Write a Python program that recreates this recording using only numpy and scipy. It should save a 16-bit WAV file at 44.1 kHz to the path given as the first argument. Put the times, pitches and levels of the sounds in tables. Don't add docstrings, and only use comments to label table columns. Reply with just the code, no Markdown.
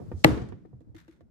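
import sys
import numpy as np
from scipy import signal
from scipy.io import wavfile
from scipy.ndimage import uniform_filter1d

SR = 44100
rng = np.random.default_rng(int(sys.argv[2]) if len(sys.argv) > 2 else 0)


def generate_wav(signal):
    frames = np.transpose(np.atleast_2d(signal))
    scaled = np.clip(frames, -1, 1) * 32767
    pcm = np.round(scaled).astype(np.int16)
    wavfile.write(sys.argv[1], SR, pcm)


def volts_from_decibels(level):
    exponent = np.asarray(level, float) / 20
    return 10 ** exponent


N = 57330

# frequency in Hz, level in dB.
ROOM_TONE = [(15, -33), (25, -0.5), (156, -1.5), (421, -19), (761, -35), (1950, -46.5), (3000, -59.5),
             (3930, -49), (15500, -63.5)]
# time in seconds, level in dB.
RUMBLE_FADE = [(0, 15.5), (.23, 5), (.6, -2.5), (.9, 0.5), (1.05, -6), (1.3, -6.5)]
# time in seconds, level in dB.
HISS_FADE = [(0, 16), (0.229, 14), (0.549, 0), (1.3, -4)]
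# start in seconds, level in dB, contact in ms, cup ring in dB, left-right pan in dB.
LANDINGS = [(.0, -50, 0.66, -28, -23.5), (0.015, -37.5, 1.3, -9.5, -9), (0.116, -32.5, 0.52, -9.5, -1),
            (0.374, -34, 0.27, -30, -5), (.417, -43, 0.2, -29, 11), (0.487, -54.5, 0.13, -32, -13),
            (0.5218, -37.5, 0.43, -19, -6), (0.65, -49, 0.66, -3, 13), (0.73, -52, 0.84, -12.5, -9),
            (0.808, -51, 1.2, 0, -11.5), (0.871, -47, 3.6, -6, 16), (0.945, -45.5, 1.3, 4.5, 6),
            (1.081, -53.5, 0.29, 9.5, 3), (1.207, -52, .45, -7, -3)]
# frequency in Hz, level in dB, T60 in seconds.
BOARD_MODES = [(168, -6.5, .06), (260, -3, 0.074), (368, -5.5, 0.11), (476.3, 1.5, 0.037),
               (713, -6.5, 0.068), (926, -12, 0.044), (1157, -12.5, 0.043), (1730, -13, 0.04)]
# frequency in Hz, T60 in seconds, level in dB.
HALL_DECAY = [(59.8, 0.36, -2), (130, 1, 1.5), (300, .55, 5.5), (730, .45, -9), (1508, 0.51, -15),
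              (2850, 0.48, -24), (6800, 0.49, -33), (12900, 0.26, -29.5)]
# start in seconds, level in dB, pitch in Hz, left-right pan in dB.
LATE_BOOMS = [(0.034, -54.5, 113.2, 5), (.075, -42.5, 116.6, 26), (0.117, -35, 127.6, 6.5),
              (0.131, -26, 86.4, -6), (0.164, -33.5, 131, 8), (0.277, -24, 74.7, 14.5),
              (0.306, -21, 119.5, -3.5), (.32, -28.5, 68.3, 12), (0.312, -30, 260, -3.5),
              (0.374, -30, 66, -0.5), (0.413, -26.5, 130, 1), (0.486, -35, 93.4, -4),
              (.525, -33, 108.7, 1), (.73, -35, 125, -0.5), (.75, -46.5, 79, -4), (0.872, -43.5, 90, -2),
              (0.894, -47, 114, -16.5), (.94, -42.5, 105, -4.5), (1.109, -60.5, 65.3, 13),
              (1.211, -48, 86, 0)]
SCRAPE_STARTS = [.115, .5205, .655, .805, .946, .963, .978, 1.078, 1.11, 1.126, 1.205]
# decay constant in seconds, level in dB, left-right pan in dB.
SCRAPES = [(.01, -58, -3), (0.0052, -63, 8), (0.0062, -69.5, -8), (0.0071, -68, -10.5),
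           (0.029, -61.5, -6.5), (0.018, -59, 8.5), (0.045, -60, 4), (0.018, -60, 0.5),
           (0.0081, -68.5, 11.5), (0.038, -69.5, -3), (0.0059, -65.5, 3.5)]
# frequency in Hz, width in Hz, level in dB.
CUP_WALL_BANDS = [(1590, 660, 7), (2000, 440, 0.5), (3420, 560, -2.5), (5555, 690, -16.5),
                  (6667, 1200, -28.5), (11880, 4000, -23)]
# frequency in Hz, level in dB, T60 in seconds, left-right pan in dB, polarity at the right mic.
BOX_MODES = [(72, -26, 0.28, 5, -1), (128, -11.5, .12, 5, 1), (165.3, -8.5, .08, 1, 1),
             (313.3, -8.5, 0.18, -4, 1), (476.6, -6.5, 0.045, 11.5, -1), (622, -0.5, 0.025, 14.5, -1),
             (835, 0, .025, 8.5, 1), (1173, -5, .02, 7, 1), (1964, 2, 0.042, 6, 1),
             (2697, 2.5, 0.0062, 0, 1), (3400, -9.5, 0.018, 7.5, -1), (4170, -5.5, 0.054, 13, -1),
             (6920, -17, 0.0075, 7, 1), (8630, -21, 0.016, -3.5, 1)]

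KNOCK_S, KNOCK_DB, KNOCK_CONTACT_MS = 0.2448, -1, 0.11


def ring(x, hz, t60):
    pole = np.exp(2j * np.pi * hz / SR - np.log(1000) / (max(t60, 1e-3) * SR))
    return signal.lfilter([1], [1, -pole], x).imag


def band(x, hz, width):
    b, a = signal.iirpeak(min(hz, 0.45 * SR), hz / width, fs=SR)
    return signal.lfilter(b, a, x)


def noise_band(noise, hz, width):
    return band(band(noise, hz, width), hz, width)


def push(at_s, ms):
    u = (np.arange(N) / SR - at_s) / (max(ms, 0.06) / 1000)
    force = np.where((u > 0) & (u < 1), np.sin(np.pi * u) ** 2, 0)
    return force / (force.sum() + 1e-12)


def panned(x, db):
    return x * volts_from_decibels(np.array([[db], [-db]]) / 2)


def walk(rate):
    hold = int(SR / rate)
    steps = np.repeat(rng.standard_normal(N // hold + 1), hold)
    drift = uniform_filter1d(uniform_filter1d(steps, hold), hold)[:N]
    return drift / drift.std()


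def hum():
    t, out, tone = np.arange(N) / SR, 0, np.array(ROOM_TONE)
    rumble = np.interp(t, *np.array(RUMBLE_FADE).T)
    hiss = np.interp(t, *np.array(HISS_FADE).T)
    for hz in 28 * 2 ** np.arange(0, 9.2, 0.5):
        low_share = 1 / (1 + (hz / 690.0) ** 2)
        flicker_db = 3 * walk(14)
        db = np.interp(np.log(hz), np.log(tone[:, 0]), tone[:, 1])
        db = db + low_share * (rumble + flicker_db) + (1 - low_share) * hiss
        out = out + volts_from_decibels(db) * noise_band(rng.standard_normal((2, N)), hz, hz / 2)
    return out * volts_from_decibels(-58.5 + 25.5)


def hops():
    pile_db, pile_t60_s = -5, 0.066
    cup_hz, cup_split_hz, cup_t60_s = 325.2, 13, 0.12
    out, forces = np.zeros((2, N)), np.zeros(N)
    colour = rng.standard_normal((len(LANDINGS), 2, len(BOARD_MODES)))
    pile_fade = volts_from_decibels(-60 * np.arange(2000) / SR / pile_t60_s)
    fibres = rng.standard_normal((len(LANDINGS), 2, 2000)) * pile_fade
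    for (at_s, db, ms, cup_db, pan_db), chance, crush in zip(LANDINGS, colour, fibres):
        force = push(at_s, ms)
        modes = np.array([ring(force, hz * (1 + 0.034 * c), t60) * volts_from_decibels(mode_db)
                          for (hz, mode_db, t60), c in zip(BOARD_MODES, chance[0])])
        boards = np.sign(chance) @ modes
        pile = signal.fftconvolve(force[None], crush, axes=1)[:, :N]
        cup = ring(force, cup_hz + cup_split_hz, cup_t60_s) - ring(force, cup_hz - cup_split_hz, cup_t60_s)
        out += volts_from_decibels(db) * panned(boards + volts_from_decibels(pile_db) * pile + volts_from_decibels(cup_db) * cup, pan_db)
        forces += volts_from_decibels(db) * force
    return out, forces


def hall(blows):
    alike, build_ms = 0.1, 6
    t, echo, table = np.arange(N) / SR, 0, np.array(HALL_DECAY)
    for hz in 45 * 2 ** np.arange(0, 8.5, 1 / 3):
        t60 = np.interp(np.log(hz), np.log(table[:, 0]), table[:, 1])
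        db = np.interp(np.log(hz), np.log(table[:, 0]), table[:, 2])
        mid, side = noise_band(rng.standard_normal((2, N)), hz, hz / 3)
        pair = np.sqrt(1 + alike) * mid + np.sqrt(1 - alike) * side * np.array([[1], [-1]])
        echo = echo + pair * volts_from_decibels(db - 60 * t / t60) / np.sqrt(t60 * SR / 14)
    echo = echo * (1 - np.exp(-t * 1000 / build_ms))
    return volts_from_decibels(23.5) * signal.fftconvolve(blows[None], echo, axes=1)[:, :N]


def boom_swell(at_s, hz):
    t60 = 8.3 / hz
    return ring(ring(push(at_s, 2.8), hz, t60), hz, t60) * hz * 3 / SR


def booms():
    out = 0
    lags_s = 0.003 * rng.standard_normal(len(LATE_BOOMS))
    for (at_s, db, hz, pan_db), lag_s in zip(LATE_BOOMS, lags_s):
        pair = np.array([boom_swell(at_s, hz), boom_swell(at_s + lag_s, hz)])
        out = out + volts_from_decibels(db) * panned(pair, pan_db)
    return out


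def rush():
    peak_s, rise_s, level_db = 0.21, 0.05, -57.5
    t = np.arange(N) / SR
    swell = np.exp(-((t - peak_s) / rise_s) ** 2) * (t < KNOCK_S)
    return volts_from_decibels(level_db) * swell * noise_band(rng.standard_normal((2, N)), 5500, 5000)


def rattle():
    clicks_per_s, spread_db = 9000, 1.5
    t, shape = np.arange(N) / SR, 0
    hits = rng.random((2, N)) < clicks_per_s / SR
    clicks = hits * rng.standard_normal((2, N)) * volts_from_decibels(spread_db * rng.exponential(size=(2, N)))
    clicks = clicks / clicks.std() * volts_from_decibels(1.8 * walk(220))
    for at_s, (decay_s, db, pan_db) in zip(SCRAPE_STARTS, SCRAPES):
        attack = np.clip((t - at_s) / 0.0022, 0, 1)
        decay = np.exp(-np.maximum(t - at_s, 0) / decay_s)
        shape = shape + volts_from_decibels(db) * panned(decay * attack, pan_db)
    return sum(volts_from_decibels(db + 1.5) * band(clicks * shape, hz, width) for hz, width, db in CUP_WALL_BANDS)


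def knock():
    mic_lag_ms, max_cycles = 0.3, 42
    lead_in_s, lead_in_db = 0.2395, -20
    crack_db, crack_t60_s, crack_hz, crack_pan_db = -11.5, 0.0083, 5400, -3.5
    t = np.arange(N) / SR
    age = t - KNOCK_S
    force = np.array([push(KNOCK_S, KNOCK_CONTACT_MS), push(KNOCK_S + mic_lag_ms / 1000, KNOCK_CONTACT_MS)])
    body = 0
    for k, (hz, db, t60, pan_db, side) in enumerate(BOX_MODES):
        if hz > 400:
            t60 = min(t60, max_cycles / hz)
        polarity = (-1) ** k * np.array([[1], [np.sign(side)]])
        body = body + volts_from_decibels(db) * polarity * panned(ring(force, hz, t60), pan_db)
    fade = (age > 0) * volts_from_decibels(-60 * np.maximum(age, 0) / crack_t60_s)
    treble = signal.butter(2, crack_hz, "high", fs=SR, output="sos")
    crack = signal.sosfilt(treble, rng.standard_normal((2, N)) * fade)
    lead_in_shape = np.clip((t - lead_in_s) / 0.002, 0, 1) * (age < 0)
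    lead_in = volts_from_decibels(4.5) * noise_band(rng.standard_normal((2, N)) * lead_in_shape, 2300, 3000)
    return volts_from_decibels(KNOCK_DB) * (body + volts_from_decibels(crack_db) * panned(crack, crack_pan_db) + volts_from_decibels(lead_in_db) * lead_in)


def scene():
    thuds, forces = hops()
    scrape = rattle()
    blows = volts_from_decibels(KNOCK_DB) * push(KNOCK_S, KNOCK_CONTACT_MS)
    blows = blows + volts_from_decibels(-6.5) * forces + volts_from_decibels(-20.5) * scrape[1]
    return hum() + thuds + hall(blows) + booms() + rush() + scrape + knock()


def roll_off(x):
    return signal.sosfilt(signal.butter(12, 15640, fs=SR, output="sos"), x)


def record(dry):
    bass_cut = signal.butter(4, 50, "high", fs=SR, output="sos")
    top_cut = signal.ellip(8, 0.3, 70, 15000, fs=SR, output="sos")
    x = signal.sosfilt(bass_cut, dry)
    x = 0.87 * np.tanh(x / 0.87)
    return roll_off(signal.sosfilt(top_cut, x))


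dry = scene()
out = record(dry)
generate_wav(out)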